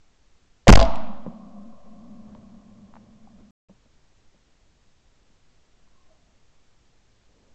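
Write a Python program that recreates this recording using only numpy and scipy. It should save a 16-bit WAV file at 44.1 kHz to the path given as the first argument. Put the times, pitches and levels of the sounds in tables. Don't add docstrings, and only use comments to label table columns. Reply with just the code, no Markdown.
import sys
import numpy as np
from scipy import signal
from scipy.fft import rfft, irfft
from scipy.io import wavfile
from scipy.ndimage import uniform_filter1d

SR = 44100
rng = np.random.default_rng(int(sys.argv[2]) if len(sys.argv) > 2 else 0)


def generate_wav(signal):
    frames = np.transpose(np.atleast_2d(signal))
    scaled = np.clip(frames, -1, 1) * 32767
    pcm = np.round(scaled).astype(np.int16)
    wavfile.write(sys.argv[1], SR, pcm)


N = 332514
T = np.arange(N) / SR
SHOT_S, PAUSE_START_S, PAUSE_END_S = .6806, 3.508, 3.686
BAND_HZ = 8000

# frequency in Hz, relative spectral density in dB.
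HISS_SPECTRUM = [(3, 10.5), (20, -8), (45, -8.5), (90, -17.5), (200, -22.5), (700, -29.5), (1500, -33),
                 (5000, -36), (7700, -35)]
# start in seconds, strength in dB, hardness (crack over ring) in dB.
BLOWS = [(0.6709, 15, -28), (.6807, -6, 12), (.6903, -3, 21.5), (.7012, -6, 9.5), (.7238, -1.5, 9.5),
         (.7368, -15.5, 8), (.7538, -16.5, 6), (.757, -13.5, 9), (.7735, -7.5, -6.5), (.7925, -15, -1.5),
         (.8004, -26, 10.5), (.8124, -11.5, -5.5), (.8272, -18.5, 1.5), (.8515, -25, -4), (.9565, -42, 10)]
# frequency in Hz, relative level in dB, t60 in seconds.
STEEL_MODES = [(560, -.5, .04), (669, -7, .3), (827, -15.5, .33), (1040, -5.5, .05), (2093, -17.5, 0.061),
               (3250, -21, 0.1), (4790, 0, 0.034)]
# time in seconds, frequency in Hz.
MOUNT_SHAKE = [(.68, 41.74), (.745, 43.2), (.765, 48.3), (.9, 48.5)]
# frequency in Hz, relative spectral density in dB, t60 in seconds.
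ECHO_BANDS = [(30, -6, 1.05), (85, -7, 1.2), (135, -10.5, 0.85), (220, 3, 1.12), (430, -13.5, 0.23),
              (630, -3.5, 1.05), (1220, -9, 0.93), (1650, -23.5, .95), (2620, -25.5, 1), (5500, -26.5, .6),
              (8000, -33, 0.42)]
# frequency in Hz, width in Hz, relative level in dB.
BORE_MODES = [(210, 44, -0.5), (570, 110, -1.5), (700, 130, -3), (1080, 170, -4.5)]
# middle in seconds, half width in seconds, level in dB.
SWINGS = [(2.6, .9, -58), (2.345, 0.084, -55.5), (3.4, 0.021, -53.5)]
# frequency in Hz, relative spectral density in dB.
RUMBLE_SPECTRUM = [(20, 3.5), (45, 0), (75, 0), (105, 4), (170, -2.5), (300, -12), (600, -13.5),
                   (1200, -24.5), (3000, -45)]
# start in seconds, level in dB, frequency in Hz, t60 in seconds.
THUMPS = [(.6863, 22.7, 134, .072), (.6877, 29.5, 200, .049), (.6909, 27, 1060, .018)]
# start in seconds, level in dB.
KNOCKS = [(1.263, -27.5), (1.856, -52), (2.349, -49), (3.695, -46.5), (3.8575, -58.5), (4.344, -58.5),
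          (5.2984, -63)]
# frequency in Hz, width in Hz, relative level in dB, grit t60 in seconds.
KNOCK_MODES = [(201, 88, 1, 0.13), (574, 250, -0.5, 0.085)]
# start in seconds, peak in dB, frequency in Hz, grit t60 in seconds.
TICKS = [(2.3501, -41.5, 835, 0.012), (2.35, -49.5, 2800, 0.003), (2.939, -39, 880, 0.0094),
         (2.9553, -39.5, 940, 0.0064), (2.9659, -39, 810, 0.012), (2.9693, -43.5, 867, 0.0074),
         (2.9719, -48, 890, .007), (3.273, -46.5, 780, 0.023), (5.874, -61, 1020, .05),
         (6.1007, -57.5, 629, 0.099)]
# start in seconds, length in seconds, level in dB, centre in Hz, width in Hz.
SLIDES = [(5.85, 0.35, -72, 1075, 70), (5.9, 0.58, -74, 655, 180), (6.103, 0.37, -68.5, 219, 80),
          (7.201, 0.45, -68, 443, 250), (7.199, 0.41, -68.5, 216, 90)]


def undb(db):
    return 10 ** (np.asarray(db) / 20)


def unit(x):
    return x / np.sqrt(np.mean(x ** 2))


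def since(s):
    return np.maximum(T - s, 0)


def fade(t, t60):
    return np.exp(-np.log(1000) * t / t60)


def swell(s, half_s):
    return np.exp(-((T - s) / half_s) ** 2)


def add(out, s, x):
    i = int(s * SR)
    out[i:i + len(x)] += x[:N - i]


def soften(x, hz):
    return signal.sosfilt(signal.butter(2, hz, fs=SR, output="sos"), x)


def resonate(x, hz, width):
    b, a = signal.iirpeak(hz, hz / width, fs=SR)
    return signal.lfilter(b, a, signal.lfilter(b, a, x))


def noise(colour):
    hz, db = np.transpose(colour)
    f = np.maximum(np.arange(N // 2 + 1) * SR / N, 1)
    gain = undb(np.interp(np.log(f), np.log(hz), db)) * np.minimum(f / hz[0], 1)
    return unit(irfft(rfft(rng.standard_normal(N)) * gain, N))


def wander(samples):
    return unit(uniform_filter1d(rng.standard_normal(N), size=samples))


def hiss(db=-56):
    return undb(db) * noise(HISS_SPECTRUM)


def action(detune=.0081, crack_hz=5400, crack_cycles=5, crack_t60=.014, dull_below_db=-5.5):
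    out, t = np.zeros(N), T[:SR // 2]
    for s, strength_db, hard_db in BLOWS:
        contact_s = .0002 + .000075 * max(dull_below_db - hard_db, 0)
        scatter = 1 + detune * rng.standard_normal(len(STEEL_MODES))
        ring = 0
        for (hz, db, t60), tuning in zip(STEEL_MODES, scatter):
            drive = 1 / (1 + (2 * hz * contact_s) ** 2)
            ring += drive * undb(db) * fade(t, t60) * np.sin(2 * np.pi * hz * tuning * t)
        burst = soften(rng.standard_normal(len(t)), min(crack_hz, crack_cycles / contact_s))
        crack = undb(hard_db) * unit(burst) * fade(t, crack_t60)
        add(out, s, undb(strength_db) * (ring + crack) * (1 - np.exp(-t / contact_s)))
    return out


def muzzle_wave(gain_db=26, rise_s=.0065, push_s=.04, relax_s=.0285):
    t = since(SHOT_S)
    onset = 1 - np.exp(-(t / rise_s) ** 2)
    return undb(gain_db) * onset * (1 - t / push_s) * np.exp(-t / relax_s)


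def recoil(gain_db=16, t60=.29, rise_s=.006, lopsided=.12):
    t = since(SHOT_S)
    hz = np.interp(T, *np.transpose(MOUNT_SHAKE))
    phase = 2 * np.pi * np.cumsum(hz * (t > 0)) / SR
    onset = 1 - np.exp(-(t / rise_s) ** 2)
    return undb(gain_db) * onset * fade(t, t60) * (np.sin(phase) - lopsided * np.cos(2 * phase))


def woods_echo(gain_db=-15.5, build_s=.009, patchy_db=.27):
    hz, _, t60 = np.transpose(ECHO_BANDS)
    spectrum, t = rfft(noise([row[:2] for row in ECHO_BANDS])), since(SHOT_S)
    log_f = np.log(np.maximum(np.arange(len(spectrum)) * SR / N, 1))
    bands = (irfft(spectrum * np.interp(log_f, np.log(hz), share), N) for share in np.eye(len(hz)))
    tail = sum(band * fade(t, decay) for band, decay in zip(bands, t60))
    return undb(gain_db + patchy_db * wander(350)) * (1 - np.exp(-t / build_s)) * tail


def bore_hum(attack_s=.6, hold_s=1.31, steadiness=.22, wander_db=1.4):
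    low, *upper = (undb(db) * unit(resonate(rng.standard_normal(N), hz, width))
                   for hz, width, db in BORE_MODES)
    low /= (np.abs(signal.hilbert(low)) + .5) ** steadiness
    low_db = -45.5 - 6.5 * since(SHOT_S + hold_s)
    low_db -= 15 * swell(1.8, half_s=.047)
    low_db += wander_db * wander(4000)
    upper_db = -47.5 - 8.5 * since(SHOT_S)
    gate = np.interp(T, [SHOT_S, SHOT_S + attack_s, PAUSE_START_S, PAUSE_END_S], [0, 1, 1, 0])
    return gate * (undb(low_db) * unit(low) + undb(upper_db) * unit(sum(upper)))


def swing_rumble(held_db=-75):
    motion = undb(held_db) + sum(undb(db) * swell(s, half_s) for s, half_s, db in SWINGS)
    return (T > SHOT_S) * motion * noise(RUMBLE_SPECTRUM)


def thumps():
    return -sum(undb(db) * fade(since(s), t60) * np.sin(2 * np.pi * hz * since(s))
                for s, db, hz, t60 in THUMPS)


def touch(hz, width, t60, grit=.13, cutoff_ratio=3.6):
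    t = T[:SR // 4]
    contact = grit * rng.standard_normal(len(t)) * fade(t, t60)
    contact[0] += 2
    ring = resonate(contact, hz, width)
    knock = soften(ring, min(cutoff_ratio * hz, BAND_HZ))
    return knock / np.abs(knock).max()


def knocks():
    out = np.zeros(N)
    for s, level_db in KNOCKS:
        for hz, width, db, t60 in KNOCK_MODES:
            add(out, s, undb(level_db + db) * touch(hz, width, t60))
    return out


def ticks(width_times_t60=5.6):
    out = np.zeros(N)
    for s, db, hz, t60 in TICKS:
        add(out, s, undb(db) * touch(hz, width_times_t60 / t60, t60))
    return out


def slides():
    out = np.zeros(N)
    for s, length, db, hz, width in SLIDES:
        rub = unit(resonate(rng.standard_normal(SR), hz, width))[:int(length * SR)]
        add(out, s, undb(db) * rub * np.hanning(len(rub)))
    return out


def scene():
    shot = action() + muzzle_wave() + recoil() + woods_echo() + bore_hum() + thumps()
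    handling = knocks() + ticks() + slides() + swing_rumble()
    return (shot + handling + hiss())[None]


def record(dry, rail=.69, give=.0017, dull_hz=7400, coupling_hz=.55, top_hz=16000):
    x = soften(np.clip(dry, -rail, rail) + give * dry, dull_hz)
    b, a = signal.butter(1, coupling_hz, "high", fs=SR)
    x = signal.lfilter(b, a, signal.lfilter(b, a, x))
    x = signal.sosfiltfilt(signal.butter(12, BAND_HZ, fs=SR, output="sos"), x)
    x = np.clip(x, -rail, rail)
    x *= (T < PAUSE_START_S) | (T > PAUSE_END_S)
    return signal.sosfilt(signal.ellip(8, .2, 70, top_hz, fs=SR, output="sos"), x)


dry = scene()
out = record(dry)
generate_wav(out)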